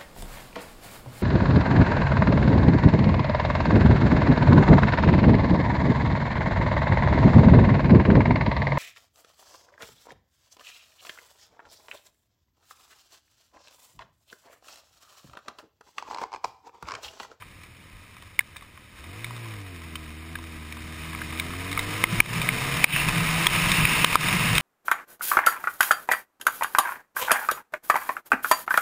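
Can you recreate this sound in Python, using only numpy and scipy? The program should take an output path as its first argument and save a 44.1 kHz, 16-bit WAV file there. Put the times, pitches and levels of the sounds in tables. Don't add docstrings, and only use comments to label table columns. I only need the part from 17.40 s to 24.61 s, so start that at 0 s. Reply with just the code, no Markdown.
import sys
import numpy as np
from scipy import signal
from scipy.fft import rfft, irfft, next_fast_len
from scipy.io import wavfile
from scipy.ndimage import uniform_filter1d

SR = 44100
rng = np.random.default_rng(int(sys.argv[2]) if len(sys.argv) > 2 else 0)


def rack_gain(trim_db):
    fader = np.asarray(trim_db, float)
    return 10 ** (fader / 20)


def bounce(signal):
    frames = np.transpose(np.atleast_2d(signal))
    limited = np.clip(frames, -1, 1)
    pcm = np.round(limited * 32767).astype(np.int16)
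    wavfile.write(sys.argv[1], SR, pcm)


N = 317961
TIME_S = np.arange(N) / SR
IDLE_END_S = 1.81

# mode_hz, width_hz, level_db
CASE_MODES = [(764, 62, -8.5), (1023, 216, 2), (1238, 210, 2.5), (1650, 500, -0.5), (2100, 650, 3.5),
              (2450, 380, 3.5), (2977, 530, -1.5), (3685, 444, -2), (4500, 3200, -10), (5206, 290, -5.5),
              (5855, 880, -8)]


def evened(x):
    return x / np.sqrt(np.mean(x ** 2) + 1e-20)


def curves(rows):
    s, *columns = np.transpose(rows)
    return [np.interp(TIME_S, s, column) for column in columns]


def slow(hz):
    lowpass = signal.butter(2, hz, fs=SR, output="sos")
    return evened(signal.sosfilt(lowpass, rng.standard_normal(N + SR))[SR:])


def ring(x, modes, size=16384):
    f = abs(np.fft.fftfreq(size, 1 / SR))
    power = sum(rack_gain(2 * db) / (1 + (2 * (f - hz) / width) ** 2) ** 2 for hz, width, db in modes)
    log_gain = np.log(power + 1e-9) / 2
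    phase = -signal.hilbert(log_gain).imag
    taps = np.fft.ifft(np.exp(log_gain + 1j * phase)).real[:size // 2]
    return signal.oaconvolve(x, taps / np.linalg.norm(taps))[:len(x)]


def add(mix, s, sound):
    part = mix[round(s * SR):][:len(sound)]
    part += sound[:len(part)]


def idle(firing_hz=39.1, level_db=-52.5, uneven=0.11):
    turns = np.cumsum(firing_hz * (1 + uneven * slow(24.9))) / SR
    firings = np.diff(np.floor(turns), prepend=0)
    firings = evened(firings) + 1.2 * rng.standard_normal(N)
    silencer = [(40, 15, -10), (91.0, 43, 2.0), (112, 37, -5.0),
                (197, 56, -9.0), (280, 190, -13), (530, 310, -19.0)]
    fade_out = np.clip((IDLE_END_S - TIME_S) / 0.055, 0, 1)
    return rack_gain(level_db) * evened(ring(firings, silencer)) * fade_out


def gusts(bump_s=0.041):
    # peak_s, boom_lift_db, buffet_lift_db
    shoves = [(.56, 2, 12), (2.15, 0, 0), (2.49, 4.5, 0), (2.63, -4, 9), (2.97, 3, 9), (3.45, 3, 5),
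              (4.1, 8.5, 6), (4.38, 3, 9), (4.521, 1, 0), (4.74, 9, -6), (4.8, 5.5, 22), (4.98, 7.5, 7),
              (5.14, 7, 5), (5.36, 7, 7), (5.54, 9, 6), (5.6, -8, 5), (5.68, 9.5, 9), (5.78, 8, -4),
              (5.86, 1.5, 7), (6.28, 8, 9), (6.42, 6.5, 4), (6.59, 2, 4), (6.9, 0.5, 2), (6.961, 6.5, 3),
              (7.05, 6, 0), (7.13, 10, 3), (7.19, -1, 3), (1.25, -2, 12)]
    t = np.arange(0, N, 64) / SR
    s, *lifts_db = np.transpose(shoves)
    bumps = np.exp(-((t[:, None] - s) / bump_s) ** 2)
    return [np.interp(TIME_S, t, bumps @ lift_db) for lift_db in lifts_db]


def air(patter_per_s=700, patter_share=0.18, size_db=2.5):
    # start_s, rush_db
    rush_levels = [(0.0, -51.5), (1.51, -53), (1.57, -49), (1.87, -43.5), (2.15, -44.5), (2.4, -46.5),
                   (2.97, -46.5), (3.43, -43.5), (3.63, -40), (4.16, -38), (4.7, -31.5), (5.42, -28.5),
                   (5.54, -24), (5.64, -27.5), (6.26, -23.5), (6.59, -23), (6.73, -25), (7.21, -24.5)]
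    # mode_hz, width_hz, level_db
    buffet_modes = [(39.5, 43, -13), (74, 59, -23)]
    # mode_hz, width_hz, level_db
    boom_modes = [(115, 35, -4), (160, 45, 0), (215, 40, -15)]
    # mode_hz, width_hz, level_db
    whistle_modes = [(2660, 510, -3), (2720, 540, -15)]
    # mode_hz, width_hz, level_db
    roar_modes = [(250, 91, 1), (318, 124, 0), (458, 244, -1.7), (625, 227, -1.9)]

    rush_db = curves(rush_levels)[0]
    boom_lift_db, buffet_lift_db = gusts()
    standstill = np.clip((2.47 - TIME_S) / 0.15, 0, 1)
    boom_db = -32.5 + 0.91 * (rush_db + 24.5) + boom_lift_db - 5.5 * standstill
    buffet_db = -40.5 + 0.87 * (rush_db + 25) + buffet_lift_db
    whistle_db = -5 + 1.6 * (rush_db + 24.0) + 3.5 * slow(1.16)
    roar_db = -12.5 - 1.9 * standstill

    hiss = rng.standard_normal(N) * rack_gain(0.46 * slow(5.6) + 1.04 * slow(59))
    hits = (rng.random(N) < patter_per_s / SR) * rng.standard_normal(N)
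    patter = hits * rack_gain(size_db * np.minimum(rng.exponential(1, N), 4))
    blend = np.sqrt(1 - patter_share) * evened(hiss) + np.sqrt(patter_share) * evened(patter)
    rush = evened(ring(blend, CASE_MODES))
    buffet = evened(ring(rng.standard_normal(N) * rack_gain(2.7 * slow(30)), buffet_modes))
    boom = evened(ring(rng.standard_normal(N) * rack_gain(1.5 * slow(14)), boom_modes))
    whistle = rack_gain(whistle_db) * evened(ring(np.roll(hiss, SR), whistle_modes))
    roar = rack_gain(roar_db) * evened(ring(hiss, roar_modes))
    return rack_gain(rush_db) * (rush + roar + whistle) + rack_gain(buffet_db) * buffet + rack_gain(boom_db) * boom


def raindrop(peak_db, ring_hz, splash_ms, treble_db, bass_db, edge):
    t = np.arange(1600) / SR
    splash = np.exp(-(t / (splash_ms / 1000)) ** edge) + 0.51 * np.exp(-t / 0.0026)
    splash = splash * np.minimum(t / 0.00055, 1)
    grain = rng.standard_normal(len(t)) + 0.28 * np.sin(2 * np.pi * ring_hz * t)
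    click = 2.77 * np.exp(-((t - 0.0006) / 0.00003) ** 2)
    modes = []
    for hz, width, db in CASE_MODES:
        tilt_db = (treble_db + 15) * (hz > 3300) - 7.0 * (hz > 4000) + (bass_db + 8.5) * (hz < 1500)
        modes.append((hz, width, db + tilt_db))
    modes.append((480, 500, bass_db + 1.03 * min(peak_db, 9) - 8))
    modes.append((240, 260, bass_db + 0.97 * min(peak_db, 14) - 5.5))
    modes.append((ring_hz, 420, 5.0))
    sound = ring(splash * grain + click, modes, size=2048)
    return rack_gain(peak_db) * sound / abs(sound).max()


def rain():
    # start_s, blow_db before overload, ring_hz, splash_ms, bass_db
    splats = [
        (0.9912, -3.5, 2150, 2.1, -13.5),
        (4.6391, 3.5, 2100, 1.24, -9),
        (4.8022, 10.5, 2305, 3.1, -6.5),
        (5.0892, -.3, 2110, 0.72, -9),
        (5.4417, 17, 2272, 2.35, -5.5),
        (6.0678, 4, 3344, 1.65, -7),
        (6.4523, -0.5, 2450, 1.7, -32),
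        (6.6444, 3.5, 3060, 4.1, -6.5),
        (6.755, 8.5, 1530, 2.3, 0),
        (7.1806, -1, 3140, 2.24, -10),
    ]
    # start_s, peak_db, ring_hz, treble_db, bass_db
    clear_drops = [(0.0214, -31.5, 1225, -24, -4), (1.006, -23.5, 1700, -11, -12),
                   (1.1607, -31, 1740, -12, -2), (1.1658, -27, 2350, -2, -6), (1.3743, -34, 1060, -19, -19),
                   (1.844, -17, 2260, -4, -12), (1.907, -28.5, 975, -8, 8), (1.9642, -29, 1250, -6, -13),
                   (2.555, -20.5, 3110, -6.5, -9), (2.954, -19, 1650, -13, -7.5),
                   (3.3241, -23, 2280, -5, -4.5), (3.7485, -21.5, 2230, -26, -1.5),
                   (3.8163, -20.5, 1650, -19, -3.5), (3.925, -26.5, 1030, -19, -2),
                   (3.974, -24, 2380, 0, -19), (3.9976, -11, 2270, -7.5, -31),
                   (4.1357, -24.5, 1090, -25, -2), (4.328, -17, 2130, 0, -11), (4.375, -11.5, 2210, -16, 2),
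                   (4.3917, -12, 2110, -5, -4.5), (5.5619, -4, 1890, -15, -8), (6.3167, -5, 2310, 0, -30),
                   (6.885, -12.5, 1040, -10, -14), (7.152, -9, 2155, -1, -19)]
    # start_s, peak_db, ring_hz
    faint_drops = [(0.2338, -35, 2320), (0.7666, -36, 2320), (0.823, -33.5, 1090), (1.1504, -44, 1700),
                   (1.181, -36, 2280), (1.2095, -36, 2050), (1.222, -36, 1120), (1.5817, -39, 1730),
                   (1.6401, -34, 2300), (2.0568, -34, 1021), (2.1369, -29, 1860), (2.987, -31.5, 1016),
                   (3.027, -32, 1880), (3.3685, -30.5, 980), (3.731, -25, 1650), (3.7894, -28, 1690),
                   (4.0665, -30, 2033), (4.1049, -27, 1080), (4.226, -32, 1196), (4.3148, -21, 2180),
                   (4.7257, -23, 2110), (4.8592, -18, 2136), (5.0164, -13.5, 2380), (5.5258, -10, 2080),
                   (5.686, -9, 2500), (6.1507, -13, 1780), (6.52, -16, 1990), (6.7285, -13, 2320),
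                   (6.8088, -15.5, 2450)]

    mix = np.zeros(N)
    for s, db, hz, ms, bass_db in splats:
        treble_db = -16 + 8 * (hz / 1000 - 2.2) + 0.1 * db
        add(mix, s, raindrop(db, hz, ms, treble_db, bass_db, edge=4))
    small_drops = [tuple(row) for row in clear_drops]
    small_drops += [tuple(row) + (-7.5, -3) for row in faint_drops]
    for s, db, hz, treble_db, bass_db in small_drops:
        driven = s > IDLE_END_S or db > -26
        splash_ms = 3 if driven else 5.1
        add(mix, s, raindrop(db, hz, splash_ms, treble_db, bass_db, edge=0.87))
    return mix


def engine(waver_db=1.7, waver_hz=9):
    # start_s, firing_hz, tone_db, throttle_0_to_1
    revs = [(1.5, 38, -60, .7), (1.7, 89.7, -42, .7), (1.8, 111.5, -42, .6), (1.91, 119.3, -40.5, .45),
            (2.05, 114.5, -38.5, .4), (2.4, 82, -43, .25), (2.71, 76.6, -42.5, .1),
            (2.96, 83.4, -42.5, .23), (3.23, 77, -42, .13), (3.65, 80, -42, .2), (3.92, 78.6, -40, .45),
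            (4.54, 103.5, -36.5, .85), (5.41, 140, -35, .85), (5.92, 162.8, -31, .35),
            (6.43, 178.8, -32, 0), (6.58, 163, -43, .15), (6.85, 134.5, -43.5, .4), (7.21, 141.8, -39, 1)]
    # start_s, grip_0_to_1
    clutch = [
        (2.0, .2),
        (2.5, .75),
        (4.4, 1),
        (6.43, 1),
        (6.55, 0),
    ]
    # multiple, level_db
    whole_orders = [(2, -1.5), (3, 0), (4, -1.5), (5, 1), (6, -6), (7, -10), (8, -8), (9, -11), (10, -12)]
    # multiple, level_db
    half_orders = [(.5, -9), (1.5, -5), (2.5, 1), (3.5, 0), (4.5, -.5), (5.5, -6), (6.5, -9), (7.5, -1),
                   (8.5, -5), (9.5, -12)]
    # duct_hz, gain_db
    exhaust = [(150, -1.5), (190, -6), (240, 0), (340, 0), (390, -13), (470, -8), (560, -14), (680, -7),
               (800, -16), (1200, -24)]
    # duct_hz, gain_db
    air_box = [(40, -3), (250, -7), (350, -8), (400, -8), (480, 0), (530, -13), (700, -3), (800, -12),
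               (1200, -22)]

    firing_hz, tone_db, throttle = curves(revs)
    muffled_db = 0.11 * np.maximum(firing_hz - 110, 0)
    whole_db = tone_db - 15 + 8.5 * curves(clutch)[0] - muffled_db
    half_db = tone_db - 22 + 15 * throttle
    phase = 2 * np.pi * np.cumsum(firing_hz) / SR
    sound = rack_gain(tone_db + 0.68 * slow(27)) * np.sin(phase)
    waver = waver_db * slow(waver_hz)
    families = (whole_orders, exhaust, whole_db), (half_orders, air_box, half_db)
    for orders, duct, family_db in families:
        duct_hz, duct_db = np.transpose(duct)
        for k, order_db in orders:
            colour_db = np.interp(np.log(k * firing_hz), np.log(duct_hz), duct_db)
            own_waver_db = np.roll(waver, rng.integers(N))
            gain = rack_gain(family_db + order_db + colour_db + own_waver_db)
            sound += gain * np.sin(k * phase + 2 * np.pi * rng.random())
    fade_in = np.clip((TIME_S - revs[0][0]) / 0.07, 0, 1)
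    return np.sqrt(2) * sound * fade_in


def scene():
    return (idle() + air() + rain() + engine())[None]


def gain_control(x):
    power_db = 10 * np.log10(abs(uniform_filter1d(x ** 2, 200)) + 1e-12)
    fall_db = np.arange(N) * 154.0 / SR
    over_db = np.maximum(np.maximum.accumulate(power_db + fall_db) - fall_db + 16.5, 0)
    late_db = np.concatenate([np.zeros(230), over_db])[:N]
    return x / rack_gain(0.67 * uniform_filter1d(late_db, 60))


def overload(x):
    return 0.54 * np.tanh(np.clip(x / 0.55, -9, 9) + 0.22 * np.clip(x / 0.75, -9, 9) ** 3)


def sample_hold(x, hold_hz=12000):
    mirrored = x * (1 + 2 * np.cos(2 * np.pi * hold_hz * TIME_S))
    size = next_fast_len(N)
    f = np.fft.rfftfreq(size, 1 / SR)
    slope = np.sinc(f / hold_hz) / np.sinc(f / (4 * hold_hz))
    return irfft(rfft(mirrored, size) * slope, size)[:N]


def empty_weak_bands(x):
    # band_hz, limit_db over the mean band
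    band_limits = [(2800, -40), (4500, -17.5), (6000, -15), (7500, -15.5), (9000, -24), (10600, -17),
                   (11500, -24), (12500, -24), (13400, -16), (14200, -26), (15150, -22), (15350, 1),
                   (16500, 5), (16600, 40)]
    f, t, z = signal.stft(x, SR, nperseg=2048)
    bands = uniform_filter1d(abs(z) ** 2, size=11, axis=0)
    whole = signal.medfilt((abs(z) ** 2).mean(0), kernel_size=5)
    limit = rack_gain(2 * np.interp(f, *np.transpose(band_limits)))[:, None] * whole
    return signal.istft(z * (bands > limit), SR, nperseg=2048)[1][:len(x)]


def low_pass(x):
    return signal.sosfilt(signal.butter(12, 16500, fs=SR, output="sos"), x)


def record(dry):
    x = overload(gain_control(dry[0]))
    x = signal.oaconvolve(x, signal.firwin(161, 5780, fs=SR), "same")
    finished = empty_weak_bands(sample_hold(x))[None]
    return low_pass(finished)


dry = scene()
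out = record(dry)
bounce(out)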